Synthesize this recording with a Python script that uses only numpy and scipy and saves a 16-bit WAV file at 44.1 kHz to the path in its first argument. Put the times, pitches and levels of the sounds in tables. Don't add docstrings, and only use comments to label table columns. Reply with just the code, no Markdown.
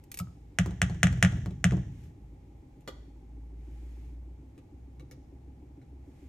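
import sys
import numpy as np
from scipy import signal
from scipy.fft import rfft, irfft
from scipy.io import wavfile

SR = 44100
rng = np.random.default_rng(int(sys.argv[2]) if len(sys.argv) > 2 else 0)


def wav_record(signal):
    frames = np.transpose(np.atleast_2d(signal))
    bounded = np.clip(frames, -1, 1)
    quanta = np.round(bounded * 32767).astype(np.int16)
    wavfile.write(sys.argv[1], SR, quanta)


N = 276948

# start_s [s], level_db [dB], extra_boom_db [dB], landing_tick_db [dB], landing_boom_db [dB]
RIM_KNOCKS = [(0.5867, -10.5, 4, -34, -19), (0.817, -8.5, -1.5, -40, -22), (1.031, -5, 1.5, -36, -26),
              (1.2264, -5, 2, -39.5, -23), (1.6421, -9, 4.5, -38, -12.5)]
# start_s [s], level_db [dB]
RIM_REBOUNDS = [(1.0693, -16), (1.2482, -12), (1.2629, -24), (1.709, -27.5)]
# start_s [s], pitch_hz [Hz], level_db [dB], t60_s [s], boom_db [dB]
RICE_PLOPS = [(0.199, 1297, -36, 0.073, -21.5), (0.198, 1420, -42.5, 0.013, -58),
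              (0.272, 1283, -50, 0.026, -38)]


def knocks(rattling, level_db=12.5, treble_hz=3800, knock_treble_db=1.0, rebound_treble_db=-11.5):
    out = np.zeros(N)
    for rows, treble_db in (RIM_KNOCKS, knock_treble_db), (RIM_REBOUNDS, rebound_treble_db):
        for start_s, db, *_ in rows:
            bright = dispersed(clack(rattling), 2200, 2000, count=1)
            bright = dispersed(bright, 7000, 3000, count=5)
            dull = butter(bright, treble_hz, "low", order=1)
            blow = dull + from_db(treble_db) * (bright - dull)
            add(out, start_s, from_db(db + level_db) * blow)
    return out


def clack(rattling, scatter_db=-4.5, scatter_hz=4000):
    # pitch_hz [Hz], level_db [dB]
    rim_colour = [(150, -24.5), (350, -11), (490, -15.5), (680, -4), (1000, -19), (1300, -5), (1850, 3.5),
                  (2300, -4.5), (2800, -6.5), (3300, -10), (3800, -17.5), (4600, -26.5), (5800, -13),
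                  (7900, -13.5), (11500, -22.5), (15000, -44.5)]
    size = SR // 10
    t = np.arange(size) / SR
    magnitude = from_db(at_hz(rim_colour, np.fft.rfftfreq(size, 1 / SR))[0])
    cepstrum = irfft(np.log(magnitude), size)
    cepstrum[1:] *= 2 * (t[1:] < t[-1] / 2)
    blow = irfft(np.exp(rfft(cepstrum)), size)
    paths = rng.standard_normal(size) * (t < 0.003)
    paths = butter(paths / np.linalg.norm(paths), scatter_hz, "high")
    rattle = signal.fftconvolve(blow, paths)[:size]
    blow = blow + rattling * from_db(scatter_db) * rattle
    return blow / np.linalg.norm(blow)


def dispersed(x, hz, width_hz, count):
    r = np.exp(-np.pi * width_hz / SR)
    a = [1, -2 * r * np.cos(2 * np.pi * hz / SR), r * r]
    return signal.sosfilt([a[::-1] + a] * count, x + 1e-18)


def stove(knock_db=-3.0, rebound_db=-5.5, delay_s=0.003):
    # pitch_hz [Hz], level_db [dB], t60_s [s]
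    cabinet_modes = [(66, -20, 0.45), (92, -11, 0.21), (127, -15.5, 0.28), (150, -32, 0.3),
                     (168, -7.5, 0.16), (187, -8.5, 0.2), (264, -31, 0.2), (585, -30, 0.07),
                     (705, -30, 0.06)]
    boom, out = ringing(cabinet_modes), np.zeros(N)
    pushes = [(s, db + extra_db + knock_db) for s, db, extra_db, *_ in RIM_KNOCKS]
    pushes += [(s, db + rebound_db + knock_db) for s, db in RIM_REBOUNDS]
    for start_s, *_, db in pushes + landings() + RICE_PLOPS:
        add(out, start_s + delay_s, from_db(db) * boom)
    return out


def landings(rock_s=0.079, rock_at_db=-9, rock_power=0.4, settle_s=0.048, settle_tick_db=-8, settle_boom_db=-9):
    # start_s [s], tick_db [dB], boom_db [dB]
    light_touch = (1.46, -39, -21)
    first = []
    for start_s, db, _, tick_db, boom_db in RIM_KNOCKS:
        air_s = rock_s * from_db(db - rock_at_db) ** rock_power
        first.append((start_s + air_s, tick_db, boom_db))
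    first.append(light_touch)
    second = [(s + settle_s, db + settle_tick_db, boom_db + settle_boom_db) for s, db, boom_db in first]
    return first + second


def chatter(level_db=-4.0, t60=0.025, thud_db=-18.5, thud_t60=0.094):
    # pitch_hz [Hz], level_db [dB]
    tick_colour = [(200, 7), (350, 12), (800, 6), (1500, 1), (3000, 2.5), (5000, -4.5), (7500, 0),
                   (12000, -12), (16000, -26.5)]
    # pitch_hz [Hz], level_db [dB]
    thud_colour = [(100, -23.5), (230, -0.5), (340, 4), (500, -18.5), (850, -12.5), (1500, -30),
                   (4000, -49.5)]
    out = np.zeros(N)
    for start_s, db, boom_db in landings():
        add(out, start_s, from_db(db + level_db) * burst(tick_colour, t60))
        add(out, start_s, from_db(boom_db + thud_db) * burst(thud_colour, thud_t60))
    return out


def shudder(level_db=-24, t60=1.7):
    # pitch_hz [Hz], level_db [dB]
    shudder_colour = [(15, -35), (30, -18), (55, -2.5), (80, -1), (130, -2), (200, -13), (400, -34),
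                      (1000, -70)]
    t = np.arange(N) / SR
    power = 0
    for start_s, db, *_ in RIM_KNOCKS:
        power = power + (t > start_s) * from_db(db - 60 * np.abs(t - start_s) / t60) ** 2
    envelope = butter(np.sqrt(power), 20, "low")
    noise = coloured(rng.standard_normal(N), shudder_colour)
    return from_db(level_db) * envelope * noise / noise.std()


def rice(level_db=0.0, t60=0.0287):
    # start_s [s], level_db [dB]
    splats = [(0.0383, -53.5), (0.1164, -35), (0.1421, -35.5), (0.173, -36.5), (0.189, -29.5),
              (0.1995, -36.5)]
    # pitch_hz [Hz], level_db [dB]
    splat_colour = [(300, -20), (1200, -18), (2300, 0.5), (3500, -9), (7000, -4), (13000, 3), (16000, -29)]
    out = np.zeros(N)
    for start_s, db in splats:
        add(out, start_s, from_db(db + level_db) * burst(splat_colour, t60))
    for start_s, hz, db, ring_s, _ in RICE_PLOPS:
        add(out, start_s, ringing([(hz, db, ring_s)]))
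    return out


def spoon_down(level_db=0.5, t60=0.023):
    # start_s [s], level_db [dB]
    touches = [(2.8765, -35.5), (2.88, -48)]
    # pitch_hz [Hz], level_db [dB]
    rest_colour = [(100, 7), (300, 1), (620, 4.5), (900, 0), (1300, 2), (2000, 2.5), (2700, -12),
                   (3300, 0.5), (4400, -8.5), (7000, -9.5), (12000, -6), (16000, -40)]
    out = np.zeros(N)
    for start_s, db in touches:
        add(out, start_s, from_db(db + level_db) * burst(rest_colour, t60))
    return out


def clicks(level_db=3.5, t60=0.014, body_hz=1500, panel_db=5.5):
    # start_s [s], level_db [dB], extra_body_db [dB]
    detents = [(2.0391, -63, -23), (2.808, -65.5, -16), (4.579, -61.5, 7.5), (4.997, -59, 12.5),
               (5.1121, -50, 0.5), (5.118, -66.5, -17), (5.8159, -75.5, 18)]
    # pitch_hz [Hz], level_db [dB]
    click_colour = [(100, -7), (600, -1), (1200, 1), (2200, 7.5), (3400, -3), (4800, -0.5), (7000, 2),
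                    (12000, 4.5), (16000, -23)]
    # pitch_hz [Hz], level_db [dB], t60_s [s]
    panel_modes = [(137.6, -4, 0.15), (503, -16, 0.053), (1152, -34.5, 0.095), (2218, -20, 0.034),
                   (3934, -27, 0.04), (6050, -31, 0.06)]
    out = np.zeros(N)
    for start_s, db, body_db in detents:
        tick = burst(click_colour, t60)
        body = butter(tick, body_hz, "low", order=1)
        add(out, start_s, from_db(db + level_db) * (tick + (from_db(body_db) - 1) * body))
        add(out, start_s, from_db(db + body_db + panel_db) * ringing(panel_modes))
    return out


def drone(idle_hz=55, run_up_s=3, rise_hz_per_s=3.7, steady_db=-56.5, unsteady_db=-57.5, waver_hz=3.5):
    # start_s [s], length_s [s], level_db [dB]
    drone_swells = [(2.84, 0.2, -55.5), (3.22, 1.11, -44.5), (4.68, 0.39, -59.5), (5.45, 0.055, -47),
                    (5.8, 0.24, -50.5)]
    hz = idle_hz + rise_hz_per_s * np.maximum(np.arange(N) / SR - run_up_s, 0)
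    phase = 2 * np.pi * np.cumsum(hz) / SR
    waver = butter(rng.standard_normal((2, N + SR)), waver_hz, "low")[:, SR:]
    waver = waver / waver.std()
    unsteady = waver[0] * np.sin(phase) + waver[1] * np.cos(phase)
    gain = from_db(steady_db) + swells(drone_swells, attack_s=0.14, release_s=0.034)
    return np.sqrt(2) * gain * np.sin(phase) + from_db(unsteady_db) * unsteady


def throb(first_s=0.074, period_s=0.15, uneven_db=1.0, growth_db=8.0):
    # pitch_hz [Hz], level_db [dB], t60_s [s]
    stroke_modes = [(263.5, -52, 0.35), (294, -44, 0.096), (366, -45.5, 0.06), (410, -46, 0.013)]
    out, stroke = np.zeros(N), ringing(stroke_modes)
    for start_s in np.arange(first_s, N / SR, period_s):
        db = growth_db * (start_s * SR / N - 1) + uneven_db * rng.standard_normal()
        add(out, start_s, stroke * from_db(db))
    return out


def flutter(first_s=0.042, period_s=0.06664, depth_db=3.5):
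    # pitch_hz [Hz], density_db [dB per Hz]
    flutter_colour = [(500, -125), (720, -102), (820, -88), (930, -103), (1300, -128), (4000, -170)]
    beat = np.cos(2 * np.pi * (np.arange(N) / SR - first_s) / period_s)
    noise = np.sqrt(SR / 2) * coloured(diffuse(N), flutter_colour)
    return noise * from_db(depth_db * (beat - 1.0))


def air(hiss_db=-2.5, hiss_growth_db=-1.5, rumble_growth_db=1.45):
    # pitch_hz [Hz], density_db [dB per Hz]
    rumble_colour = [(20, -87), (45, -79.5), (70, -75), (130, -76), (200, -86), (290, -80.5), (450, -93),
                     (600, -99), (810, -104), (1100, -109), (2000, -122), (16000, -140)]
    # pitch_hz [Hz], density_db [dB per Hz]
    hiss_colour = [(200, -125), (1000, -112), (1450, -113), (1800, -110), (2250, -106.5), (2700, -112),
                   (3200, -114), (4500, -118), (7000, -117), (12000, -116), (13200, -122), (15000, -140)]
    # start_s [s], length_s [s], level_db [dB]
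    hiss_swells = [(1.85, 0.15, 7.5), (3.55, 0.5, 2), (6.0, 0.3, 0.5)]
    progress = np.arange(N) / N - .5
    rumble = from_db(rumble_growth_db * progress) * coloured(diffuse(N), rumble_colour)
    hiss_gain = from_db(hiss_db + hiss_growth_db * progress)
    hiss_gain = hiss_gain * (1 + swells(hiss_swells, attack_s=0.22, release_s=0.13))
    return np.sqrt(SR / 2) * (rumble + hiss_gain * coloured(diffuse(N), hiss_colour))


def kitchen(x, gap_s=0.003, early_t60=0.095):
    # pitch_hz [Hz], early_db [dB], late_db [dB], late_t60_s [s]
    room_bands = [(59.5, -18.5, -7, 0.95), (168.4, -27, -9.5, 0.22), (360.7, 2.5, -9, 0.55),
                  (600, -5.5, -11, 0.55), (1110, -1.5, -9.5, 0.5), (1926, -8.5, -19, 0.62),
                  (4600, -2, -10.5, 0.68), (7160, -11, -19, 0.85), (14000, -7.5, -25, 0.31)]
    t, response = np.arange(SR) / SR, 0
    edges_hz = np.geomspace(40, 17000, 15)
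    white = diffuse(SR), diffuse(SR)
    for k, band in enumerate(zip(edges_hz, edges_hz[1:])):
        early_db, late_db, late_t60 = at_hz(room_bands, np.sqrt(np.prod(band)))
        power = 0
        for db, t60 in (early_db, early_t60), (late_db, late_t60):
            rate = 2 * np.log(1000) / t60
            power = power + from_db(db) ** 2 * rate / SR * np.exp(-rate * np.maximum(t - gap_s, 0))
        response = response + butter(white[k % 2] * np.sqrt(power) * (t > gap_s), band, "band")
    return signal.fftconvolve(x[None], response, axes=1)[:, :N]


def from_db(db):
    return 10 ** (np.asarray(db) / 20)


def at_hz(points, hz):
    f, *columns = np.transpose(points)
    return [np.interp(np.log(np.maximum(hz, 1)), np.log(f), c) for c in columns]


def coloured(x, spectrum):
    size = x.shape[-1]
    return irfft(rfft(x) * from_db(at_hz(spectrum, np.fft.rfftfreq(size, 1 / SR))[0]), size)


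def diffuse(size):
    # pitch_hz [Hz], correlation [-1 to 1]
    likeness = [(60, .999), (150, 1), (300, .88), (700, .3), (1400, 0.15), (3000, 0.17), (5000, 0.13),
                (8000, 1), (11000, 0.98)]
    alike = np.clip(at_hz(likeness, np.fft.rfftfreq(size, 1 / SR))[0], -1, 1)
    mid, side = rfft(rng.standard_normal((2, size)))
    return irfft(np.sqrt((1 + alike) / 2) * mid + np.sqrt((1 - alike) / 2) * side * [[1], [-1]], size)


def butter(x, hz, kind, order=2):
    return signal.sosfilt(signal.butter(order, hz, kind, fs=SR, output="sos"), x + 1e-18)


def add(out, start_s, sound):
    start = max(round(start_s * SR), 0)
    out[start:start + len(sound)] += sound[:max(N - start, 0)]


def ringing(modes):
    t = np.arange(SR) / SR
    out = 0
    for k, (hz, db, t60) in enumerate(modes):
        out = out + (-1) ** k * from_db(db - 60 * t / t60) * np.sin(2 * np.pi * hz * t)
    return out


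def burst(colour, t60):
    t = np.arange(SR // 10) / SR
    noise = coloured(rng.standard_normal(len(t)), colour)
    return noise / noise.std() * from_db(-60 * t / t60)


def swells(rows, attack_s, release_s):
    t = np.arange(N) / SR
    gain = 0
    for start_s, length_s, db in rows:
        rise = np.clip((t - start_s) / attack_s, 0, 1)
        fall = np.clip(1 - (t - start_s - length_s) / release_s, 0, 1)
        gain = gain + from_db(db) * rise * fall
    return gain


def trailing(right):
    # pitch_hz [Hz], phase_rad [rad]
    side_phase = [(20, 0), (700, 0.2), (1700, 0.3), (2400, 0.8), (4500, 1.25), (6000, 0.85), (8000, 1.95),
                  (10200, 3.1), (12500, 4.2), (16000, 5.4)]
    phase, = at_hz(side_phase, np.fft.rfftfreq(N, 1 / SR))
    return irfft(rfft(right) * np.exp(-1j * phase), N)


def panel_echo(blows, cut_hz=5600, gain=0.5):
    return gain * butter(blows, cut_hz, "high", order=1)


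def scene(rice_wet_db=-2.0, click_wet_db=8.5, knock_wet_db=0.5, echo_s=0.00213):
    blows, splash = knocks(rattling=True), rice()
    ticks, body = clicks() + spoon_down(), stove() + chatter()
    spread = from_db(knock_wet_db) * knocks(rattling=False)
    room = kitchen(spread + body + from_db(rice_wet_db) * splash + from_db(click_wet_db) * ticks)
    pan = blows + body
    add(pan, echo_s, panel_echo(blows))
    close = pan + splash + ticks
    background = throb() + flutter() + shudder() + drone() + air()
    left, right = close + room + background
    return np.array([left, trailing(right)])


def record(dry, cutoff_hz=16000):
    return signal.sosfilt(signal.ellip(10, .1, 80, cutoff_hz, fs=SR, output="sos"), dry)


dry = scene()
out = record(dry)
wav_record(out)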